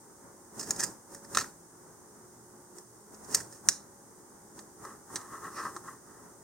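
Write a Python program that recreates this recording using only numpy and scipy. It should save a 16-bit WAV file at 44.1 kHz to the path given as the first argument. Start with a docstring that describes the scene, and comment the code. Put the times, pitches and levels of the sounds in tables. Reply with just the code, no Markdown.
"""A desk in a small room, heard from close above on a small stereo microphone. A fan hums throughout.
First a clear sticker peels off its paper backing, rustling as it slides and crackling as it buckles.
At 1.3 s the backing drops on a cutting mat. More crinkles, then at 3.7 s the film snaps straight between
the fingers, right by the microphone. From 4.6 s a hand turns a cardboard model rocket on the desk: its
fins tick, its tube scrapes, knocks and rings. The room tone swells with each bit of handling."""
import sys
import numpy as np
from scipy import signal
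from scipy.fft import rfft, irfft
from scipy.io import wavfile
from scipy.ndimage import uniform_filter1d

SR = 44100
rng = np.random.default_rng(int(sys.argv[2]) if len(sys.argv) > 2 else 0)


def dump_mix(stems):
    """Bounce the given channels to the path in sys.argv[1] as a 16-bit WAV at rate SR."""
    frames = np.atleast_2d(stems).T  # one column per channel
    limited = np.clip(frames, -1, 1)  # hard clip at full scale
    pcm = np.round(limited * 32767).astype(np.int16)
    wavfile.write(sys.argv[1], SR, pcm)


N = 283563
TIME, BINS_HZ = np.arange(N) / SR, np.arange(N // 2 + 1) * SR / N

# Room tone: the fan's air and a high hiss. Each row: frequency in Hz, relative level in dB.
FAN_AIR_COLOUR = [(20, -30), (55, -16.5), (120, -10), (230, -11), (400, -7.5), (620, -16), (900, -11.5),
                  (1500, -17.5), (2000, -24.5), (2600, -42.5), (3500, -80.5)]
HISS_COLOUR = [(2000, -61), (2600, -22.5), (4300, -18), (4900, -10), (6500, -1), (7500, -4.5), (8700, 0.5),
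               (9500, -2), (10400, -11), (16000, -13)]
# Standing waves of the room. Each row: frequency in Hz, width in Hz, boost in dB.
ROOM_MODES = [(168.3, 7.3, 8.5), (210.2, 22, 7.5), (258.8, 9.6, 7.5), (319.3, 5.6, 10.5)]
# Fan and mains hum. Each row: frequency in Hz, relative level in dB.
HUM_TONES = [(119.5, -71.5), (360.2, -63), (420, -69), (560, -72), (816, -72.5), (915, -74.5)]
# How alike the room tone is in left and right. Each row: frequency in Hz, likeness from 0 to 1.
ROOM_TONE_LIKENESS = [(60, 0.9), (500, 0.67), (1400, 0.3), (3000, 0.1), (6000, 0)]
# Which parts of a sound make the room tone swell. Each row: frequency in Hz, weight in dB.
SWELL_SENSITIVITY = [(300, -13), (1200, -6.5), (3000, 0), (7000, 1.5), (12000, 2.5)]

# The backing sliding and flexing in the fingers. Each row: start in seconds, hold in seconds, level in dB.
SLIDES = [(.592, 0.051, -56), (.68, 0.038, -49), (.795, 0.059, -46.5), (1.125, 0.036, -62),
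          (1.36, 0.053, -45), (3.2, 0.042, -69), (3.328, 0.048, -44), (3.54, 0.016, -58.5)]
# Film and backing buckling. Each row: start in seconds, crisp top in dB, body in dB, decay time in ms,
# left minus right of the top in dB.
CRINKLES = [(.5945, -36, -51, 5.9, -6), (.610, -35.5, -50, 3.4, -1), (.627, -38.5, -53, 7.6, -6),
            (.7071, -19, -37.5, 1.55, -3), (.762, -38.5, -53, 3, -3), (.7937, -31, -38.5, 4.4, -2),
            (.7987, -26, -43, 1.9, -4), (.8043, -27, -40, 2.3, -6), (.813, -35, -37.5, 4.6, 1),
            (.8275, -34, -36.5, 4.1, -4), (.8345, -24, -35, 4.9, -3), (.8385, -25, -40, 2.3, -6),
            (1.1472, -41, -51.5, 2, -2), (1.2463, -52.5, -54.5, 3.2, -2), (2.7842, -42.5, -55, 1.6, -6),
            (3.145, -50.5, -70, 3.3, -6), (3.2445, -50.5, -72, 4.2, -7), (3.3445, -25.5, -34, 4.7, 4),
            (3.3468, -16.5, -40, 3.2, -4), (3.403, -41.5, -41.5, 4.7, -7), (3.5253, -46, -56, 1.8, -4)]
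# The crisp film and its duller paper. Each row: frequency in Hz, relative level in dB.
FILM_COLOUR = [(1500, -45), (2500, -17.5), (3200, -26.5), (4000, -19.5), (4650, -9), (5150, -2.5),
               (5800, -1.5), (6250, -4.5), (6700, 2), (7500, -7.5), (8500, -4), (9300, -10), (10200, -19.5),
               (13000, -20), (16000, -27.5)]
PAPER_COLOUR = [(30, -44), (100, -33.5), (300, -16), (650, -12.5), (1100, -5.5), (1700, 6), (2200, -11),
                (3200, -13.5), (6000, -35)]

# The backing card landing on the mat. Each row reads as in CRINKLES.
LANDINGS = [(1.3483, -29, -34, 4.3, -6), (1.3716, -20.5, -18.5, 2.2, -3.5), (1.3842, -26, -27.5, 3, -1),
            (1.398, -35, -42, 8.5, -2), (1.408, -35.5, -35.5, 6.3, -1), (1.443, -58, -40, 2.6, -2)]
# The card's edge and its body. Each row: frequency in Hz, relative level in dB.
CARD_EDGE_COLOUR = [(1500, -26), (2500, -1), (3100, -6.5), (4400, 5), (5100, 1.5), (6300, 5), (7600, 0.5),
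                    (8500, 2), (9500, -7), (10500, -15), (16000, -19)]
CARD_BODY_COLOUR = [(30, -48), (100, -29), (300, -18), (700, -23), (980, -6), (1170, -6), (1400, 1),
                    (1600, 0), (1900, -11), (2400, -22), (5000, -45)]

# The bent film flicking straight. Each row: start in seconds, level in dB, left minus right in dB.
SNAPS = [(3.6876, -6, -2)]
# One give of that flick. Each row: frequency in Hz, relative level in dB.
SNAP_COLOUR = [(200, -38), (700, -31), (1300, -5.5), (1750, -14), (2200, -25.5), (3200, -30), (3950, -7.5),
               (4700, -3), (5300, 2), (6400, -1), (7400, -3.5), (8100, 3), (9200, -4.5), (10200, -20),
               (16000, -23.5)]
# The whole film ringing. Each row: frequency in Hz, relative level in dB, seconds to fall 60 dB.
FILM_MODES = [(1405, -1.5, 0.015), (1685, 10, 0.0083), (1910, -8.5, 0.014)]
# The film crackling as it settles from the flick. 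Each row reads as in CRINKLES.
SETTLING = [(3.6885, -21.5, -42, 4.9, -4)]

# The rocket's plastic fins ticking, with its cardboard as the body. Each row reads as in CRINKLES.
FIN_TICKS = [(4.5902, -44.5, -53, 3.6, -5), (4.8506, -48.5, -50, 3.7, -3), (5.1575, -28, -41, 4.8, -3),
             (5.212, -51, -60, 3.6, -5), (5.7638, -43.5, -46, 3.8, -5)]
# A fin's tick, the tube's wall and a fin's scratch. Each row: frequency in Hz, relative level in dB.
FIN_COLOUR = [(880, -38), (1500, -3), (2080, -6.5), (2540, -23.5), (3920, -10), (6630, -3), (7240, -16),
              (7920, -2.5), (11200, -28), (16000, -28)]
TUBE_WALL_COLOUR = [(40, -51), (120, -15.5), (350, -13), (740, -19.5), (1000, 4.5), (1200, 2.5),
                    (1600, -1.5), (2000, -11), (2250, -27), (3300, -27.5), (5700, -33), (9000, -38),
                    (10500, -53)]
SCRATCH_COLOUR = [(1500, -14), (2000, 1), (2500, -1.5), (3100, -13), (3900, -11), (4400, -1), (5700, 4.5),
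                  (7400, -12.5), (9000, -2), (10500, -25)]
# The hand-damped tube ringing. Each row: frequency in Hz, relative level in dB, seconds to fall 60 dB.
TUBE_MODES = [(818, -14, .04), (988, -3, .035), (1085, -1, .03), (1242, 0, .04), (1360, -5, .03),
              (1510, -5, .03), (1850, -10, .025)]
# The tube rubbing the desk, and a fin scratching. Each row: start in seconds, hold in seconds, level in dB.
RUBS = [(4.85, 0.063, -50.5), (5.14, 0.12, -52), (5.332, 0.023, -45.5), (5.445, 0.026, -43),
        (5.53, .02, -60), (5.58, 0.027, -39.5), (5.65, 0.0082, -39.5), (5.75, .01, -57),
        (5.882, 0.0059, -45), (6.08, 0.21, -63.5)]
SCRATCHES = [(5.58, 0.0093, -49), (5.645, 0.01, -57)]
# The tube catching and knocking as it turns. Each row: start in seconds, level in dB.
KNOCKS = [(4.8507, -38), (5.102, -48), (5.6535, -27.5), (5.666, -31.5), (5.7639, -35), (5.883, -39)]

RUB_RISE_DB_PER_S, RUB_FALL_DB_PER_S = 342, 265


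def undb(db):
    return 10 ** (np.asarray(db) / 20)


def unit_rms(x):
    return x / np.sqrt(np.mean(x ** 2))


def on_bins(points, size):
    """(Hz, value) points joined on a log axis, read at the FFT bins."""
    hz, value = np.transpose(points)
    return np.interp(np.log(np.arange(size // 2 + 1) * SR / size + 1), np.log(hz), value)


def response(colour, size=1024):
    """Causal impulse response of unit energy with the given colour."""
    cepstrum = irfft(np.log(undb(on_bins(colour, size))))
    cepstrum[1:size // 2] *= 2
    cepstrum[size // 2 + 1:] = 0
    impulse = irfft(np.exp(rfft(cepstrum)))
    return impulse / np.linalg.norm(impulse)


def bent(colour, detune=0.016, size=1024):
    """Response of a sheet whose resonances shift a little with the way it is bent."""
    shifted = [(hz * (1 + detune * rng.uniform(-1, 1)), db + rng.standard_normal()) for hz, db in colour]
    return response(shifted, size)


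def ringing(modes, size=4096):
    """Decaying sines, together of unit energy; neighbouring modes swing against each other."""
    t = np.arange(size) / SR
    ring = sum((-1) ** k * undb(db - 60 * t / t60) * np.sin(2 * np.pi * hz * t)
               for k, (hz, db, t60) in enumerate(modes))
    return ring / np.linalg.norm(ring)


def through(x, impulse):
    return signal.fftconvolve(x, impulse)[:len(x)]


def at_level(x, db):
    """Scale so that the loudest 2 ms have this rms level."""
    return x * undb(db) / np.sqrt(uniform_filter1d(x ** 2, size=88).max())


def panned(x, pan_db):
    return x * undb(np.array([[pan_db], [-pan_db]]) / 2)


def add(out, start_s, x):
    i = int(start_s * SR)
    out[..., i:i + x.shape[-1]] += x[..., :N - i]


def wander(rate_hz):
    """Glides between random values, spread near 1."""
    step = int(SR / rate_hz)
    held = np.repeat(rng.standard_normal(N // step + 1), step)
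    return 0.99 * uniform_filter1d(held, step)[:N]


def slips(per_s, scatter_db, size=N):
    """Tiny slips at random moments, uneven in strength."""
    hit = rng.random(size) < per_s / SR
    return hit * rng.choice([-1, 1], size) * undb(scatter_db * np.clip(rng.standard_normal(size), -2, 2))


def strokes(rows, rise_db_per_s, fall_db_per_s):
    """Gain of hand movements: each builds up, holds its level and dies away."""
    power = 0
    for start_s, hold_s, db in rows:
        before_db = rise_db_per_s * np.maximum(start_s - TIME, 0)
        after_db = fall_db_per_s * np.maximum(TIME - start_s - hold_s, 0)
        power += undb(db - np.minimum(before_db + after_db, 100)) ** 2
    return np.sqrt(power)


def stereo_noise(likeness, size, gain=1):
    """Left and right noise of rms 1 with the given likeness and gain per FFT bin."""
    mid, side = rfft(rng.standard_normal((2, size))) * gain
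    mid, side = mid * np.sqrt(1 + likeness), side * np.sqrt(1 - likeness)
    return unit_rms(irfft(np.array([mid + side, mid - side]), size))


def room_tone(swell):
    """Fan air in the room's standing waves, its wavering hum and a high hiss, all swelling together."""
    likeness = np.clip(on_bins(ROOM_TONE_LIKENESS, N), 0, 1)
    standing_db = sum(db / (1 + (2 * (BINS_HZ - hz) / width) ** 2) for hz, width, db in ROOM_MODES)
    air = stereo_noise(likeness, N, undb(on_bins(FAN_AIR_COLOUR, N) + standing_db))
    air *= undb(-57 + 1.4 * wander(14))  # the level flickers
    hiss = stereo_noise(likeness, N, undb(on_bins(HISS_COLOUR, N))) * undb(-58.5 + 0.13 * wander(47))
    hum = sum(undb(db + 4.2 * wander(5.6)) * np.sin(2 * np.pi * hz * TIME + .5 * wander(5))
              for hz, db in HUM_TONES)
    return air * swell ** 0.86 + undb(-0.5) * hum * swell ** 0.85 + panned(hiss, -1.1) * swell ** 0.94


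def swell_with(sound, threshold_db=-68.5, slope=0.39, ceiling_db=15, size=8192):
    """A gain that rises with the sound's short-term level, its treble above all, and a little ahead."""
    lead_s, rise_s, fall_s = 0.0096, 0.0083, 0.013
    sensed = irfft(rfft(sound.mean(axis=0)) * undb(on_bins(SWELL_SENSITIVITY, N)), N)
    lag_s = np.arange(-size, size + 1) / SR + lead_s
    window = np.exp(np.minimum(lag_s / rise_s, -lag_s / fall_s))
    power = np.abs(signal.fftconvolve(sensed ** 2, window / window.sum(), mode="same"))
    above_db = 10 * np.log10(1 + power / undb(threshold_db) ** 2)
    return undb(np.minimum(slope * above_db, ceiling_db))


def sticker_rustle():
    """Fine dense crackle of the film, and the duller rub of its paper, sliding between the fingers."""
    film = unit_rms(through(slips(4600, scatter_db=10.4), response(FILM_COLOUR)))
    paper = unit_rms(through(slips(3000, scatter_db=7), response(PAPER_COLOUR)))
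    return (panned(film, -8) + undb(-9.5) * paper) * strokes(SLIDES, rise_db_per_s=476, fall_db_per_s=345)


def crackles(rows, top_colour, body_colour, first_slip_db, slips_per_s, size=4096):
    """Each buckle or contact is a brief avalanche of small gives that shake a stiff sheet and its body."""
    out, t = np.zeros((2, N)), np.arange(size) / SR
    for start_s, top_db, body_db, decay_ms, pan_db in rows:
        age = 1000 * t / decay_ms
        push = slips(slips_per_s, scatter_db=2.5, size=size) * age ** 0.19 * np.exp(-age ** 0.92)
        push[0] += undb(first_slip_db)
        top = at_level(through(push, bent(top_colour)), top_db)
        body = at_level(through(push, bent(body_colour)), body_db)
        add(out, start_s, panned(top, pan_db) + panned(body, 1.37))
    return out


def film_snap():
    """The film flicks straight in two gives a third of a millisecond apart and rings for an instant."""
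    out, give = np.zeros((2, N)), response(SNAP_COLOUR, size=4096)
    flick = give + undb(-4) * np.roll(give, 14)
    for start_s, db, pan_db in SNAPS:
        ring = at_level(ringing(FILM_MODES), db - 18.5)
        add(out, start_s, panned(at_level(flick, db), pan_db) + panned(ring, 2.5))
    return out


def rocket_tube():
    """Stick-slip and soft knocks on the desk drive the cardboard wall and the tube's hollow resonances."""
    ring, wall = ringing(TUBE_MODES), response(TUBE_WALL_COLOUR, size=4096)
    grip = undb(wander(70))
    # the tube rubs at two places, each slipping on its own
    wall_rub = through(slips(3000, scatter_db=1.7) * grip, wall)
    ring_rub = through(slips(1600, scatter_db=4.7) * grip, ring)
    out = unit_rms(wall_rub + undb(-8) * ring_rub) * strokes(RUBS, RUB_RISE_DB_PER_S, RUB_FALL_DB_PER_S)
    contact = signal.windows.hann(20)  # soft cardboard stays in touch for half a millisecond
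    for start_s, db in KNOCKS:
        knock = bent(TUBE_WALL_COLOUR, size=4096) + undb(-2) * np.roll(ring, rng.integers(20, 60))
        add(out, start_s, at_level(through(knock, contact), db))
    return panned(out, 0.99)


def fin_scratch():
    """To the right of the microphone, a fin scratches the instruction sheet during the hardest rubs."""
    scratch = unit_rms(through(slips(3200, scatter_db=3.5), response(SCRATCH_COLOUR)))
    return panned(scratch * strokes(SCRATCHES, RUB_RISE_DB_PER_S, RUB_FALL_DB_PER_S), -7)


def at_microphone(x, right_lag_s, desk_db, desk_decay_s, room_db=-17.5, room_t60_s=0.27, size=16384):
    """Direct sound reaches the left side first; the desk scatters it at once, the walls a little later."""
    t = np.arange(size) / SR
    direct = [x[0], irfft(rfft(x[1]) * np.exp(-2j * np.pi * BINS_HZ * right_lag_s), N)]
    likeness = on_bins([(1500, 1.0), (6000, 0.54), (10000, 0.47)], size)
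    desk = (t > .0008) * np.exp(-t / desk_decay_s)
    walls = np.clip(t / 0.028, 0, 1) ** 2 * np.exp(-np.log(1000) * t / room_t60_s)
    envelope = undb(desk_db) * desk / np.linalg.norm(desk) + undb(room_db) * walls / np.linalg.norm(walls)
    echoes = envelope * stereo_noise(likeness, size)
    return np.array([channel + through(channel, echo) for channel, echo in zip(direct, echoes)])


def scene():
    """Handling down by the desk, the snap up by the microphone, and room tone swelling with both."""
    peel = crackles(CRINKLES, FILM_COLOUR, PAPER_COLOUR, first_slip_db=-19, slips_per_s=8900)
    landing = crackles(LANDINGS, CARD_EDGE_COLOUR, CARD_BODY_COLOUR, first_slip_db=-21, slips_per_s=8700)
    fins = crackles(FIN_TICKS, FIN_COLOUR, TUBE_WALL_COLOUR, first_slip_db=-4, slips_per_s=7750)
    handling = sticker_rustle() + peel + landing + fins + rocket_tube() + fin_scratch()
    handling = at_microphone(handling, right_lag_s=15e-6, desk_db=-5, desk_decay_s=.0035)
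    settling = crackles(SETTLING, FILM_COLOUR, PAPER_COLOUR, first_slip_db=-18, slips_per_s=8930)
    snap = at_microphone(film_snap() + settling, right_lag_s=26e-6, desk_db=-13, desk_decay_s=.005)
    swell = swell_with(handling + undb(-21.5) * snap)  # the snap is so brief that it counts for less
    return handling + snap + room_tone(swell)


def record(dry, top_hz=15900):
    """The recorder clips at full scale and cuts the top."""
    lowpass = signal.ellip(10, .2, 60, top_hz, fs=SR, output="sos")
    return signal.sosfilt(lowpass, np.clip(dry, -1, 1))


dry = scene()
out = record(dry)
dump_mix(out)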